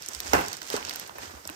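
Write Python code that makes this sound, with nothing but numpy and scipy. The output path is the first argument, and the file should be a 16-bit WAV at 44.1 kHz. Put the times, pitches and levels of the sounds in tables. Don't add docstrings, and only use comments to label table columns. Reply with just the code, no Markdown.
import sys
import numpy as np
from scipy import signal
from scipy.fft import rfft, irfft, next_fast_len
from scipy.io import wavfile
from scipy.ndimage import uniform_filter1d, minimum_filter1d

SR = 44100
rng = np.random.default_rng(int(sys.argv[2]) if len(sys.argv) > 2 else 0)


def invert_db(x):
    u = np.asarray(x, float) / 20
    return 10 ** u


def store_wav(level_fs):
    pcm = np.round(np.clip(np.atleast_2d(level_fs), -1, 1) * 32767)
    wavfile.write(sys.argv[1], SR, pcm.T.astype(np.int16))


N = 68355

# pitch_hz, level_db [dB per Hz]
BED_TONE = [(100, -14), (200, -5.5), (400, -1), (900, -1), (1800, -4.5), (3500, -20)]


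def in_time(rows):
    s, *columns = np.transpose(rows)
    return [np.interp(np.arange(N) / SR, s, c) for c in columns]


def rms_one(x):
    return x / np.sqrt(np.mean(x ** 2) + 1e-20)


def peak_one(x):
    return x / np.abs(x).max(axis=1, keepdims=True)


def colour(x, points):
    hz, db = np.transpose(points)
    log_hz = np.log(np.fft.rfftfreq(N, 1 / SR) + 1)
    gain = invert_db(np.interp(log_hz, np.log(hz), db, left=-60))
    return rms_one(irfft(rfft(x) * gain, N))


def highpass(x, order, hz):
    return signal.sosfilt(signal.butter(order, hz, "high", fs=SR, output="sos"), x)


def drift(rate_hz):
    r = np.exp(-2 * np.pi * rate_hz / SR)
    noise = rng.standard_normal(N + SR)
    return rms_one(signal.lfilter([1], [1, -2 * r, r * r], noise)[SR:])


def ring(push, hz, t60):
    r, w = invert_db(-60 / (t60 * SR)), 2 * np.pi * hz / SR
    return signal.lfilter([0, np.sin(w)], [1, -2 * r * np.cos(w), r * r], push + 1e-18)


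def grain_gate(per_s, spread_db, t60):
    sizes = invert_db(spread_db * np.minimum(rng.exponential(1, N), 4))
    touches = sizes * (rng.random(N) < per_s / SR)
    return rms_one(signal.lfilter([1], [1, -invert_db(-60 / (t60 * SR))], touches))


def add(out, s, sound):
    i = int(s * SR)
    out[:, i:i + sound.shape[1]] += sound[:, :N - i]


def rumble():
    tone = [(20, -30), (50, -6), (78, 0), (130, -3), (200, -16)]
    return invert_db(-54) * colour(rng.standard_normal((2, N)), tone)


def thumps():
    # start_s [s], level_db [peak dB], pitch_hz [Hz]
    rocks = [(0.152, -45, 63), (0.233, -46, 78.5), (0.278, -38.5, 65), (0.324, -40, 75.4),
             (0.351, -37, 67.5), (0.411, -47, 100), (0.468, -53, 94), (.735, -50, 88), (.83, -48, 86),
             (1.2, -50, 106), (1.26, -48, 86), (1.332, -42, 71), (1.461, -53, 87)]
    swell_s = 0.019
    out, t = np.zeros((2, N)), np.arange(int(.3 * SR)) / SR
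    swell = (t / swell_s * np.exp(1 - t / swell_s)) ** 2
    turns = rng.uniform(0, 2 * np.pi, (len(rocks), 2, 1))
    for (s, db, hz), turn in zip(rocks, turns):
        add(out, s, invert_db(db) * swell * np.sin(2 * np.pi * hz * t + turn))
    return out


def knocks():
    # start_s [s], level_db [peak dB],
    # pitch_hz [Hz], side_db [dB], rattle_db [dB]
    hits = [(0.087, -41, 390, -7.5, -9.5), (0.3327, -5.5, 730, -7.5, -14.5), (.362, -21, 830, -18, -9.5),
            (.411, -45, 1160, -8, -12), (0.617, -27.5, 1510, -3, -22), (0.74, -18, 435, -9.5, -18.5),
            (.752, -26, 690, 5, -17), (0.9085, -27, 1480, -8, -21.5), (1.0942, -29.5, 937, -7, -16.5),
            (1.154, -38, 595, -10, -9.5), (1.1837, -29.5, 896, 6, -15), (1.335, -40, 394, -1, -16),
            (1.491, -25.5, 1350, 0, -19), (1.498, -35.5, 317, -12, -32), (.149, -35, 1500, -3, -18),
            (0.2013, -31.5, 1860, -9, -16), (0.3371, -15, 440, -9, -15.5), (.701, -29, 850, -3, -21),
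            (.7655, -30.5, 1400, -10, -18), (.85, -25.5, 2600, -4, -26.5), (.878, -31, 912, -10, -17),
            (.894, -32, 915, -6, -36), (0.9343, -41, 890, -10, -15.5), (.958, -32.5, 1470, -11, -23),
            (1.453, -35, 496, 0.5, -15)]
    side_ratios = [0.617, 1.3, 1.977, 2.91]
    # pitch_hz [Hz], level_db [dB], t60_s [s to fall 60 dB]
    walls = [(261, -3.5, 0.017), (404, 0, 0.034), (801, -1, 0.033), (713, -1.5, 0.047), (850, -0.5, 0.021),
             (1025, 0.5, 0.036), (1503, 1.5, 0.013), (2025, -5.5, 0.017), (2632, -4.5, 0.012)]
    cycles, rattle_t60_s = 2.06, 0.35
    take_db = np.array([[2.1], [-4]])
    out, rattle, t = np.zeros((2, N)), np.zeros((1, N)), np.arange(int(.4 * SR))[None] / SR
    turns = rng.uniform(0, 2 * np.pi, (len(hits), len(side_ratios) + 1, 2, 1))
    turns[:, 0, 0] = 0
    for (s, db, hz, side_db, rattle_db), turn in zip(hits, turns):
        age = t * hz / cycles
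        swell = age ** 0.57 * np.exp(-age ** 1.36)
        sides = sum(np.sin(2 * np.pi * hz * ratio * t + a) / ratio ** 0.35
                    for ratio, a in zip(side_ratios, turn[1:]))
        tone = (np.sin(2 * np.pi * hz * t + turn[0]) + invert_db(side_db) * sides) * swell
        add(out, s, invert_db(db + take_db) * peak_one(highpass(tone, 4, hz * .45)))
        rattle_rise = 1 - np.exp(-(t / 0.0032) ** 2)
        add(rattle, s, invert_db(db + rattle_db - 60 * t / rattle_t60_s) * rattle_rise)
    gate = 0.79 + grain_gate(1000, 1.4, 0.011)
    body = sum(invert_db(db) * rms_one(ring(gate * rng.standard_normal((2, N)), hz, t60))
               for hz, db, t60 in walls)
    loose = colour(gate * rng.standard_normal((2, N)), BED_TONE)
    return out + rattle * (invert_db(-10) * body + 0.56 * loose)


def snaps():
    # start_s [s], level_db [peak dB], pitch_hz [Hz], length_s
    # [s], crack_db [dB]
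    slips = [(0.022, -27.5, 6140, 0.00083, 0), (0.0354, -32, 5900, 0.0012, -5),
             (0.0608, -25.5, 7500, 0.0019, -8), (0.086, -21, 8000, 0.0006, 1),
             (0.1334, -27.5, 6000, 0.00071, -9), (0.1483, -18.5, 6250, 0.00041, -2.5),
             (0.2026, -18.5, 4470, 0.00045, 5), (0.3338, -11.5, 4470, 0.0011, -5),
             (0.41, -26, 2570, 0.0017, -1.5), (0.461, -27, 6700, 0.0013, -5),
             (0.483, -22.5, 6000, 0.00059, -2), (0.5292, -22.5, 5850, 0.0011, -2),
             (0.5681, -28.5, 7900, 0.0011, -3.5), (0.617, -27.5, 4370, 0.0014, 0),
             (0.6295, -29, 5600, 0.0015, -7),
             (0.701, -20, 3900, 0.0012, 1), (0.733, -29, 3120, 0.0011, 2), (0.7642, -17, 5800, 0.00035, -7),
            (0.827, -24.5, 1970, 0.00043, -28), (0.85, -21.5, 4560, 0.00083, -9),
            (0.8948, -17.5, 5600, 0.00053, -0.5), (0.909, -24, 2600, 0.0028, -11),
            (0.936, -29, 7220, 0.0014, 2), (0.9585, -24, 5200, 0.00088, 5.5),
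            (0.997, -28.5, 5200, 0.00035, 11), (1.075, -31, 9150, 0.0015, -21),
            (1.0945, -35.5, 2780, 0.0006, -24), (1.183, -35, 2030, 0.0011, 4),
            (1.452, -29.5, 4500, 0.00083, -6), (1.4746, -21.5, 9100, 0.00086, -9),
            (1.498, -30.5, 2450, 0.00075, 8)]
    rise_s, tail_s, tail_db = 0.00061, 0.0064, -17.5
    band_ratio, broad_db, click_db = 1.59, -7, 11
    rows = slips
    out, t = np.zeros((2, N)), np.arange(int(.03 * SR)) / SR - .003
    noises = rng.standard_normal((len(rows), 2, len(t)))
    for (s, db, hz, length, crack_db), noise in zip(rows, noises):
        noise = noise + invert_db(click_db) * (np.abs(t) == np.abs(t).min())
        edges = [hz / band_ratio, min(hz * band_ratio, .45 * SR)]
        band = rms_one(signal.sosfilt(signal.butter(2, edges, "band", fs=SR, output="sos"), noise))
        fall = np.exp(-t / max(length, 3e-4)) + invert_db(tail_db) * np.exp(-t / tail_s)
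        shape = np.where(t < 0, np.exp(t / rise_s), fall)
        burst = peak_one((band + invert_db(broad_db) * noise) * shape)
        crack = peak_one(highpass(noise, 2, 7500) * shape ** 0.85)
        add(out, s - .002, invert_db(db + 1.5) * (burst + invert_db(crack_db) * crack))
    return out


def rustle():
    # start_s [s], stir_db [dB], push_db [depth into the box, dB], crisp_db [dB]
    hand = [(0, -50, -2.5, -10), (.05, -43.5, -6.5, -9), (.12, -47, 5, 9), (.19, -48, -7, 4),
            (.23, -42, 0, 0), (.32, -41, 4, 7), (.42, -42, -3, -10), (.54, -40.5, -3.5, -0.5),
            (.6, -50, 3, -5), (.67, -45, -3, 7), (.74, -33.5, -1, 1), (.8, -46, 6, -19),
            (.9, -41.5, -8, -5), (1.04, -45.5, 2.5, -4), (1.13, -60, 7.5, -12), (1.23, -41, -2, -0.5),
            (1.4, -58.5, 9.5, -13), (1.55, -48, -3.5, -1)]
    # pitch_hz [Hz], level_db [dB per Hz]
    foam_tone = [(800, -18), (1500, 0.5), (3000, -0.5), (5500, -2), (8000, -4), (11000, -14),
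                 (15000, -18.5), (17000, -9)]
    grains_per_s, grain_t60_s, grain_db, flicker_db = 600, 0.0058, -1.5, 2
    stir_db, push_db, crisp_db = in_time(hand)
    noise = rng.standard_normal((3, 2, N))
    clumped_per_s = grains_per_s * invert_db(2.4 * drift(13))
    grains = grain_gate(clumped_per_s, 3.1, grain_t60_s) * noise[0]
    hiss = noise[1] * invert_db(flicker_db * drift(30))
    foam = colour(hiss + invert_db(grain_db) * grains, foam_tone)
    crisp = signal.sosfiltfilt(signal.butter(2, 8700, "high", fs=SR, output="sos"), foam)
    foam = foam + (invert_db(crisp_db) - 1) * crisp
    bed = colour(noise[2] * (0.97 + grain_gate(260, 0.69, 0.03)), BED_TONE)
    return invert_db(stir_db) * (foam + invert_db(push_db - 2) * bed)


def two_ports(sound):
    # pitch_hz [Hz], left_over_right_db [dB], likeness [0-1]
    ports = [(100, -2.5, 0.92), (606, -1.5, 0.37), (1200, -4, 0.42), (2600, -3.5, 0.23), (3870, -7, 0),
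             (5500, -16.5, 0.15), (7220, -11, 0), (8400, -2.5, 0.7), (10700, 1, 0.87), (16000, -3, 0.7)]
    # pitch_hz [Hz], lead [radians]
    left_lead = [(0, 0), (860, -2.7), (2070, -2.9), (3620, -7.6), (6200, -2.7), (8610, -6.9), (9730, -3.7),
                 (11000, -2.8), (11800, -0.2), (12800, 0.3), (13400, 3.0), (14400, 3.3), (15200, 6.3),
                 (16700, 6.4)]
    size = next_fast_len(N + 4096)
    direct, scattered = rfft(sound, size)
    hz = np.fft.rfftfreq(size, 1 / SR)
    port_hz, port_db, likeness = np.transpose(ports)
    db = np.interp(hz, port_hz, port_db)
    alike = np.clip(np.interp(hz, port_hz, likeness), 0, 1)
    lead = np.interp(hz, *np.transpose(left_lead))
    blend = alike * direct + np.sqrt(1 - alike ** 2) * scattered
    left = invert_db(db / 2) * np.exp(.5j * lead) * blend
    right = invert_db(-db / 2) * np.exp(-.5j * lead) * direct
    return irfft(np.array([left, right]), size)[:, :N]


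def scene():
    return two_ports(rustle() + snaps() + knocks() + thumps() + rumble())


def drop_faint_treble(x):
    # low_hz [Hz], high_hz [Hz]
    cancelled = [(9600, 11200), (13400, 14600)]
    side_hz, top_hz = 14700, 15950
    hz = np.fft.rfftfreq(N, 1 / SR)
    in_bands = sum((hz > low) & (hz < high) for low, high in cancelled)
    middle = irfft(rfft(x.mean(axis=0)) * in_bands, N)
    side = irfft(rfft(x[0] - x[1]) / 2 * (hz > side_hz) * (hz < top_hz), N)
    faint = middle + side * [[1], [-1]] + irfft(rfft(x) * (hz >= top_hz), N)
    bright = np.diff(x[1], 2, prepend=[0, 0]) ** 2
    quick, slow = uniform_filter1d(bright, size=88), uniform_filter1d(bright, size=2000)
    click = quick > invert_db(10) * slow
    near = -minimum_filter1d(-1. * click, size=int(.024 * SR))
    return x - faint * (1 - uniform_filter1d(near, size=256))


def low_pass(x):
    return signal.sosfilt(signal.butter(12, 17140, fs=SR, output="sos"), x)


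def record(dry):
    x = highpass(dry, 4, 52)
    x = signal.sosfilt(signal.cheby2(10, 60, 16600 * 1.003, fs=SR, output="sos"), x)
    mix = drop_faint_treble(x)
    return low_pass(mix)


dry = scene()
out = record(dry)
store_wav(out)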